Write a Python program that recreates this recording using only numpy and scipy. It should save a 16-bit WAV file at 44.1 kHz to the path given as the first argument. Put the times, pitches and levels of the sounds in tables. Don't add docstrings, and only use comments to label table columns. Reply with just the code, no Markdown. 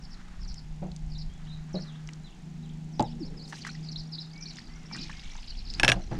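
import sys
import numpy as np
from scipy import signal
from scipy.fft import rfft, irfft, next_fast_len
from scipy.io import wavfile
from scipy.ndimage import map_coordinates

SR = 44100
rng = np.random.default_rng(int(sys.argv[2]) if len(sys.argv) > 2 else 0)


def wav_record(signal):
    frames = np.transpose(np.atleast_2d(signal))
    bounded = np.clip(frames, -1, 1)
    quanta = np.round(bounded * 32767).astype(np.int16)
    wavfile.write(sys.argv[1], SR, quanta)


N = 272979
T = np.arange(N) / SR

# time_s, level_db
WASH_LEVEL = [(0.0, -56), (0.22, -59), (2.28, -55.5), (3.17, -52.5), (4.29, -58), (4.82, -56.5),
              (5.36, -61), (5.7, -60.5)]
# freq_hz, level_db
RIPPLE_SPECTRUM = [(400, -10), (800, -2), (1200, 11), (1900, 9), (2800, -1.5), (5000, -3.5), (10000, -24),
                   (14000, -75)]
SWALLOW_SWEEP = [1.2, 1.1, .93, .72]


def motor(waver=0.0018, tick_db=-59, tick_hz=7000, tick_width_hz=1100, tick_scatter_turns=0.102):
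    # time_s, turns_per_s
    shaft_speed = [(0, 25.7), (2, 25.8), (2.9, 26.1), (3.6, 25.9), (4.3, 26.6)]
    # time_s, level_db
    hum_level = [(0.0, -48), (0.22, -65.5), (0.73, -44), (1.24, -40), (1.32, -54), (1.48, -41), (2.2, -43),
                 (2.32, -62.5), (2.46, -44), (2.86, -39.5), (3.68, -47.5), (3.79, -38), (4.54, -48),
                 (4.67, -64), (4.7, -51.5), (5.08, -47.5), (5.33, -64), (5.7, -64)]
    # shaft_multiple, over_mean_wash_db, db_per_wash_db
    panels = [(7, 1, 2), (9, -5, 2.06)]
    turns = np.cumsum(curve(shaft_speed) * (1 + waver * wobble(21))) / SR
    partial = lambda multiple: np.sqrt(2) * np.sin(2 * np.pi * (multiple * turns + rng.random()))
    hum = amp(curve(hum_level)) * partial(6)
    wash_db = curve(WASH_LEVEL)
    buzz = np.zeros(N)
    for multiple, db, growth in panels:
        panel_db = wash_db.mean() + db + growth * (wash_db - wash_db.mean())
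        buzz += amp(panel_db + 4.8 * wobble(6)) * partial(multiple)
    within_turn = (turns + tick_scatter_turns * wobble(25)) % 1
    tick_gate = np.exp(-((within_turn - .5) / 0.021) ** 2)
    return hum + buzz + amp(tick_db) * tick_gate * hollow(tick_hz, tick_width_hz)


def seat(ring_db=-9, burst_db=-8, wave_db=-5, frame_db=-19, base_db=-21.5, detune=0.03):
    # start_s, level_db
    slips = [(5.7975, -14.5), (5.8322, -7), (5.8467, -9), (5.8795, -7), (5.8889, -8.5), (5.8973, -12),
             (5.918, -8)]
    # pitch_hz, level_db, t60_s
    post_modes = [(1706, 1, 0.039), (2644, 3.5, 0.032), (3410, -9.5, 0.028), (4380, -12.5, .04),
                  (5540, -7.5, 0.046), (6640, -19, 0.048), (9100, -19, 0.04)]
    # freq_hz, level_db
    snap_spectrum = [(900, -16), (1450, -2.5), (2100, -11), (2700, -2.5), (3700, -11), (4700, -16.5),
                     (5300, -6.5), (7000, -17.5), (9300, -18.5), (11000, -29), (15000, -53)]
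    out, t = np.zeros(N), np.arange(SR // 8) / SR
    frame = amp(frame_db) * fade(t, 0.061, 0.001) * noise(snap_spectrum, len(t))
    for start, db in slips:
        burst = amp(burst_db) * fade(t, 0.014, 0.00033) * noise(snap_spectrum, len(t))
        ring = np.zeros(len(t))
        for (hz, mode_db, t60), (size, shift) in zip(post_modes, rng.standard_normal((len(post_modes), 2))):
            mode = np.sin(2 * np.pi * (hz * (1 + detune * shift) * t + rng.random()))
            ring += amp(mode_db + ring_db + 2 * size) * fade(t, t60, 0.00066) * mode
        clunk = amp(base_db) * fade(t, 0.1, 0.00068) * hollow(800, 800, len(t))
        add(out, start, amp(db) * (burst + ring + frame + clunk))
        wave_hz = 2700 * np.exp(detune * rng.standard_normal())
        add(out, start, amp(db + wave_db) * glide(0.003215, wave_hz, [1.6, 1, .6]))
    return out


def hull(boom_hz=183, deck_hz=123, pocket_db=-3.5, glug_db=-31):
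    # start_s, level_db, t60_s, boom_db, pocket_hz
    slaps = [(.819, -35, 0.24, -29, 740), (1.742, -31.5, 0.19, -24, 573), (2.995, -19, 0.16, -31.5, 840),
             (5.833, -23, 0.15, -43, 845), (5.881, -26, 0.2, -51, 676), (5.959, -32.5, 0.16, -34, 665),
             (6.112, -31, 0.15, -33.5, 865)]
    # freq_hz, level_db
    hull_spectrum = [(60, -12), (122, -19.5), (150, -12.5), (220, 1.5), (275, -8.5), (340, 3), (410, -8),
                     (490, -5.5), (600, -5), (810, -10), (1000, -20.5), (1400, -27.5), (3000, -35.5),
                     (8000, -61)]
    # start_s, level_db
    thuds = [(3.001, -27.5), (5.835, -24.5), (5.889, -20.5), (6.112, -28)]
    out, t = np.zeros(N), np.arange(SR // 2) / SR
    for start, db, t60, boom_db, pocket_hz in slaps:
        pocket = amp(pocket_db) * hollow(pocket_hz, 130, len(t))
        attack_s = 0.0021 * amp(-27 - db)
        add(out, start, amp(db - 1) * fade(t, t60, attack_s) * (noise(hull_spectrum, len(t)) + pocket))
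        add(out, start, amp(boom_db) * fade(t, 0.3, 0.0022) * np.sin(2 * np.pi * boom_hz * t))
    for start, db in thuds:
        add(out, start, amp(db) * fade(t, 0.26, 0.0037) * np.sin(2 * np.pi * deck_hz * t))
    add(out, 3.195, amp(glug_db) * glide(0.0586, 301, [1.3, 1.02, .7], taper=1))
    gurgle = swells([(3.28, 0.09, .2, -55)]) * hollow(442, 160)
    return out + gurgle


def splashes(rise_per_s=3, spray_db=-10, bubble_t60=0.02, spray_t60=0.038):
    # start_s, level_db, pitch_hz
    plips = [(3.525, -30, 1695), (3.53, -32.5, 805), (3.649, -26.5, 1780), (3.666, -27.5, 1460),
             (3.69, -38, 2460), (4.913, -36, 860), (4.947, -31.5, 1800), (4.959, -33, 1530),
             (5.094, -38, 874), (5.098, -32, 1780), (5.353, -36, 930), (6.113, -35, 840)]
    out, t = np.zeros(N), np.arange(SR // 25) / SR
    for start, db, hz in plips:
        spray = fade(t, spray_t60, 0.00031) * noise(RIPPLE_SPECTRUM, len(t))
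        add(out, start, amp(db + spray_db) * spray)
        for k, (pitch, delay) in enumerate(rng.standard_normal((3, 2))):
            phase = 2 * np.pi * hz * np.exp(.06 * pitch) * t * (1 + rise_per_s * t)
            bubble = fade(t, bubble_t60, 0.00049) * np.sin(phase)
            add(out, start + 0.016 * k * abs(delay), amp(db - 5.4 * k) * bubble)
    return out


def tackle(click_t60=0.012, width_ratio=0.34, cutoff_hz=8500):
    # start_s, level_db, centre_hz
    clicks = [(.543, -40, 6000), (.917, -42, 4230), (0.963, -40, 6000), (2.074, -40.5, 5600),
              (2.089, -36, 2200), (2.134, -42, 5600), (2.995, -31.5, 3940), (3.0054, -32, 4840),
              (3.025, -35.5, 7200), (4.569, -41.5, 3540), (4.585, -39, 1930), (4.965, -35, 5500),
              (5.738, -32, 4400)]
    out, t = np.zeros(N), np.arange(SR // 30) / SR
    for start, db, centre in clicks:
        burst = rng.standard_normal(len(t)) * fade(t, click_t60, .0001)
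        body = lambda hz: resonance(hz, centre, width_ratio * centre) / (1 + (hz / cutoff_hz) ** 10)
        click = filtered(burst, body)
        add(out, start, amp(db + 4.5) * click / np.abs(click).max())
    return out


def jacket(rub_db=-1, grain_db=6, bands=10):
    # peak_s, rise_s, fall_s, level_db
    rubs = [(3.53, 0.017, 0.22, -48.5), (3.67, 0.015, 0.027, -44.5), (4.59, 0.11, 0.042, -53),
            (4.96, 0.035, 0.26, -48), (5.3, 0.44, 0.36, -51.5), (5.75, 0.087, 0.3, -52.5),
            (6.16, 0.025, .15, -63)]
    # freq_hz, level_db
    cloth_spectrum = [(600, -12), (1500, 1.5), (2800, 10), (4500, 4), (6300, 5), (8000, -7), (10000, -18),
                      (13000, -38), (16000, -44)]
    cloth = noise(cloth_spectrum)
    log_centres, step = np.linspace(np.log(800), np.log(12000), bands, retstep=True)
    crinkles = np.zeros(N)
    for centre in log_centres:
        band = filtered(cloth, lambda hz: np.maximum(1 - np.abs(np.log(hz + 1) - centre) / step, 0))
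        crinkles += band * amp(grain_db * wobble(260))
    return amp(rub_db) * swells(rubs) * unit(crinkles)


def fishing_line():
    # peak_s, rise_s, fall_s, level_db
    pulls = [(3.5, 0.02, 0.011, -50), (3.59, 0.051, 0.013, -54), (3.67, 0.0055, 0.0095, -46)]
    # freq_hz, level_db
    hiss_spectrum = [(3000, -2), (6000, 10), (9000, 1.5), (11000, -10), (14000, -19), (15500, -24)]
    return swells(pulls) * noise(hiss_spectrum)


def twitters(sweep_s=0.0118, echo_db=-10, sink=0.084, zigzag=0.031, swell_db=4):
    # start_s, sweep_count, spacing_s, centre_hz, level_db
    runs = [(.02, 3, .014, 4900, -50), (0.105, 4, 0.011, 4830, -48.5), (.4, 4, 0.015, 5050, -48),
            (.476, 5, 0.0095, 5000, -45), (.555, 4, .012, 4900, -45.5), (1.099, 4, 0.017, 4750, -47.5),
            (1.179, 5, 0.0084, 4760, -43), (1.728, 3, 0.01, 5220, -47.5), (1.795, 4, .011, 4800, -44),
            (3.711, 3, 0.015, 5200, -47), (3.831, 4, .012, 4900, -46), (3.912, 2, 0.0096, 5200, -39),
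            (3.974, 4, 0.0092, 4830, -40), (4.12, 5, .008, 4600, -39), (4.199, 4, 0.0079, 4890, -39),
            (4.407, 3, .012, 5320, -39), (4.472, 4, .011, 4940, -42), (4.568, 3, 0.0096, 4800, -44.5),
            (4.922, 4, 0.0094, 4870, -37.5), (4.995, 5, 0.0088, 4810, -35.5), (5.403, 3, 0.018, 4780, -45),
            (5.469, 4, 0.011, 4510, -41.5), (5.569, 4, .009, 4560, -43.5), (5.649, 5, 0.011, 4480, -43.5),
            (6.014, 3, .011, 5600, -53)]
    out = np.zeros(N)
    for start, count, spacing, hz, db in runs:
        for k, (late, pitch, scatter_db, bend) in enumerate(rng.standard_normal((count, 4))):
            progress = k / (count - 1)
            centre = hz * np.exp(0.025 * pitch + zigzag * (-1) ** k - sink * (progress - .5))
            contour = np.power(SWALLOW_SWEEP, .55 + .25 * progress + .2 * np.tanh(bend))
            level_db = db + swell_db * (np.sin(2 * np.pi * progress / 3) - 1) + scatter_db
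            sweep = amp(level_db) * glide(sweep_s, centre, contour, taper=0.75)
            add(out, start, sweep)
            add(out, start + 0.0057, amp(echo_db) * sweep)
            start += spacing * np.exp(0.08 * late)
    return out


def near_calls():
    # start_s, length_s, pitch_hz, level_db
    arches = [(3.62, 0.011, 4540, -44.5), (3.693, .013, 4360, -45), (3.886, 0.013, 4630, -37),
              (3.958, 0.013, 4160, -36), (4.182, .018, 4100, -36.5), (4.455, .017, 4480, -42),
              (4.985, 0.0093, 4030, -38.5), (5.7, 0.011, 5200, -36)]
    dips = [(1.143, .038, 3900, -50.5), (1.749, 0.044, 4140, -42.5)]
    warbles = [(2.915, 0.092, 5420, -58), (3.04, 0.094, 4930, -54), (3.195, 0.096, 4920, -51),
               (3.36, 0.11, 4660, -48.5)]
    dip_contour = [1.18, .96, .96, 1.04, 1.02]
    warble_contour = [1.07, 1.12, 1.04, .95, .91, .96, 1.06, 1.07, 0.81, 0.83]
    return (notes(arches, [.82, .98, 1, .89])
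            + notes(dips, dip_contour)
            + notes([(5.743, 0.0112, 4670, -35.5)], [.82, 1, 1.08])
            + notes(warbles, warble_contour, trill=0.059))


def flock(start_s=3.45, chirp_db=-53, chirp_s=0.0109, chirp_hz=4900, spread=0.174, count=190):
    out = np.zeros(N)
    for when, (pitch, slide, size) in zip(rng.random(count), rng.standard_normal((count, 3))):
        hz = chirp_hz * np.exp(spread * min(pitch, 1))
        chirp = glide(chirp_s, hz, np.power(SWALLOW_SWEEP, slide / 2), taper=1)
        add(out, start_s + when * (N / SR - start_s), amp(chirp_db + 4 * min(size, 2)) * chirp)
    return out


def shore_birds():
    # start_s, length_s, pitch_hz, level_db
    scoops = [(1.858, 0.11, 3440, -52.5), (2.238, .108, 3410, -55), (2.624, 0.083, 3340, -58),
              (3.035, 0.098, 3310, -54)]
    arches = [(1.28, 0.13, 3320, -69), (4.32, 0.21, 2334, -58), (4.68, 0.18, 2130, -62.5),
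              (4.89, 0.21, 2440, -56.5), (5.12, .3, 2250, -61.5)]
    scoop_contour = [1.2, 1.15, 1.02, .9, .77, .85, 1.2]
    scoop_loudness = [3, -1, -7, -14, 14]
    quaver_contour = [1.06, 1.12, 0.7, 0.98, .92, 1.01, .97, 0.92]
    return (notes(scoops, scoop_contour, scoop_loudness)
            + notes(arches, [.94, .96, 1, 1.03, .98, .87], loudness_db=[6, 1, -2])
            + notes([(1.425, 0.14, 4010, -54)], quaver_contour, loudness_db=[-14, -1.5, 4.5]))


def birds(near_send_db=-10, far_send_db=-3, scatter_t60=0.27, flutter_db=2.5):
    near = twitters() + flock() + near_calls()
    flutter = amp(flutter_db * wobble(150))
    near, far = flutter * near, flutter * shore_birds()
    t = np.arange(SR // 4) / SR
    tail = rng.standard_normal(len(t)) * fade(t, scatter_t60, 0.004)
    send = amp(near_send_db) * near + amp(far_send_db) * far
    return near + far + signal.fftconvolve(send, tail / np.linalg.norm(tail))[:N]


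def water(bubbling_db=4):
    # crest_s, rise_s, fall_s, level_db
    rocking = [(3.33, 0.25, 1, -58.5), (4.96, 0.058, 0.097, -45.5), (5.85, 0.066, 0.1, -37.5),
               (6.17, 0.046, .1, -37)]
    wavelets = [(.22, 0.28, 0.38, -58.5), (1.43, 0.13, .25, -61), (1.86, 0.32, 0.52, -61),
                (3.35, 0.23, 0.16, -67.5), (4.75, 1, 1, -62), (5.86, 0.076, 0.11, -49.5),
                (6.12, 0.0064, 0.11, -47)]
    # freq_hz, level_db
    wash_spectrum = [(60, -28), (130, 3), (230, 1), (330, -5), (450, -13.5), (580, -27.5), (810, -15.5),
                     (1000, -60), (2000, -62)]
    surge = (amp(curve(WASH_LEVEL) + 1) + swells(rocking)) * noise(wash_spectrum)
    sparkle = unit(sum(amp(bubbling_db * wobble(70)) * noise(RIPPLE_SPECTRUM) for _ in range(2)))
    return surge + swells(wavelets) * sparkle


def wind(flutter_db=2.5):
    # time_s, level_db
    gusts = [(0.0, -44.5), (0.31, -44.5), (0.38, -34), (0.65, -41), (1.12, -35), (1.91, -49), (3.21, -48.5),
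             (3.24, -42), (3.52, -54.5), (4.05, -47), (4.09, -55.5), (5.76, -37.5), (5.77, -33),
             (6.19, -36)]
    # freq_hz, level_db
    buffet_spectrum = [(10, -10.5), (22, 0), (35, -4), (55, -11), (80, -17), (120, -24), (200, -27),
                       (400, -85)]
    return amp(curve(gusts) + flutter_db * wobble(22)) * noise(buffet_spectrum)


def air(level_db=-61):
    # freq_hz, level_db
    air_spectrum = [(400, 5), (800, 20), (1200, 8.5), (2000, 11.5), (3500, 8.5), (5000, 7.5), (7000, 5),
                    (8500, -2.5), (11000, -9.5), (13000, -18), (15800, -22)]
    return amp(level_db) * noise(air_spectrum)


def amp(db):
    return 10 ** (np.asarray(db) / 20)


def unit(x):
    return x / np.sqrt(np.mean(x ** 2) + 1e-20)


def curve(points):
    return np.interp(T, *np.transpose(points))


def wobble(rate):
    return map_coordinates(rng.standard_normal(int(N * rate / SR) + 4), [T * rate])


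def swells(rows, span_db=10):
    power = sum(amp(db - span_db * np.maximum((peak - T) / rise, (T - peak) / fall)) ** 2
                for peak, rise, fall, db in rows)
    return np.sqrt(power)


def fade(t, t60, attack_s):
    return amp(-60 * t / t60) * (1 - np.exp(-t / attack_s))


def filtered(x, response):
    size = next_fast_len(len(x) + 8192)
    return irfft(rfft(x, size) * response(np.fft.rfftfreq(size, 1 / SR)), size)[:len(x)]


def noise(spectrum, size=N):
    freqs, db = np.transpose(spectrum)
    colour = lambda hz: amp(np.interp(np.log(hz + 1), np.log(freqs), db))
    return unit(filtered(rng.standard_normal(size), colour))


def resonance(hz, centre_hz, width_hz):
    return 1j * hz * width_hz / (centre_hz ** 2 - hz ** 2 + 1j * hz * width_hz)


def hollow(centre_hz, width_hz, size=N):
    return unit(filtered(rng.standard_normal(size), lambda hz: resonance(hz, centre_hz, width_hz) ** 2))


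def glide(length_s, hz, contour, taper=0.33, trill=0, trill_hz=170):
    size = int(length_s * SR)
    position = np.linspace(0, len(contour) - 1, size)
    pitch = hz * map_coordinates(np.array(contour, float), [position], mode="nearest")
    pitch *= 1 + trill * np.hanning(size) * np.sin(2 * np.pi * trill_hz * np.arange(size) / SR)
    return signal.windows.tukey(size, taper) * np.sin(2 * np.pi * np.cumsum(pitch) / SR)


def notes(rows, contour, loudness_db=(0, 0), trill=0):
    out = np.zeros(N)
    for start, length, hz, db in rows:
        note = glide(length, hz, contour, trill=trill)
        position = np.linspace(0, len(loudness_db) - 1, len(note))
        shape_db = np.interp(position, np.arange(len(loudness_db)), loudness_db)
        add(out, start, amp(db + shape_db) * note)
    return out


def add(track, start_s, sound):
    room = track[max(0, round(start_s * SR)):][:len(sound)]
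    room += sound[:len(room)]


def scene():
    bed = motor() + wind() + water() + air()
    return (bed + hull() + splashes() + seat() + tackle() + jacket() + fishing_line() + birds())[None]


def record(dry, ceiling=.55, top_hz=15750):
    rounded = dry / (1 + (dry / ceiling) ** 4) ** .25
    return np.array([filtered(channel, lambda hz: hz < top_hz) for channel in rounded])


dry = scene()
out = record(dry)
wav_record(out)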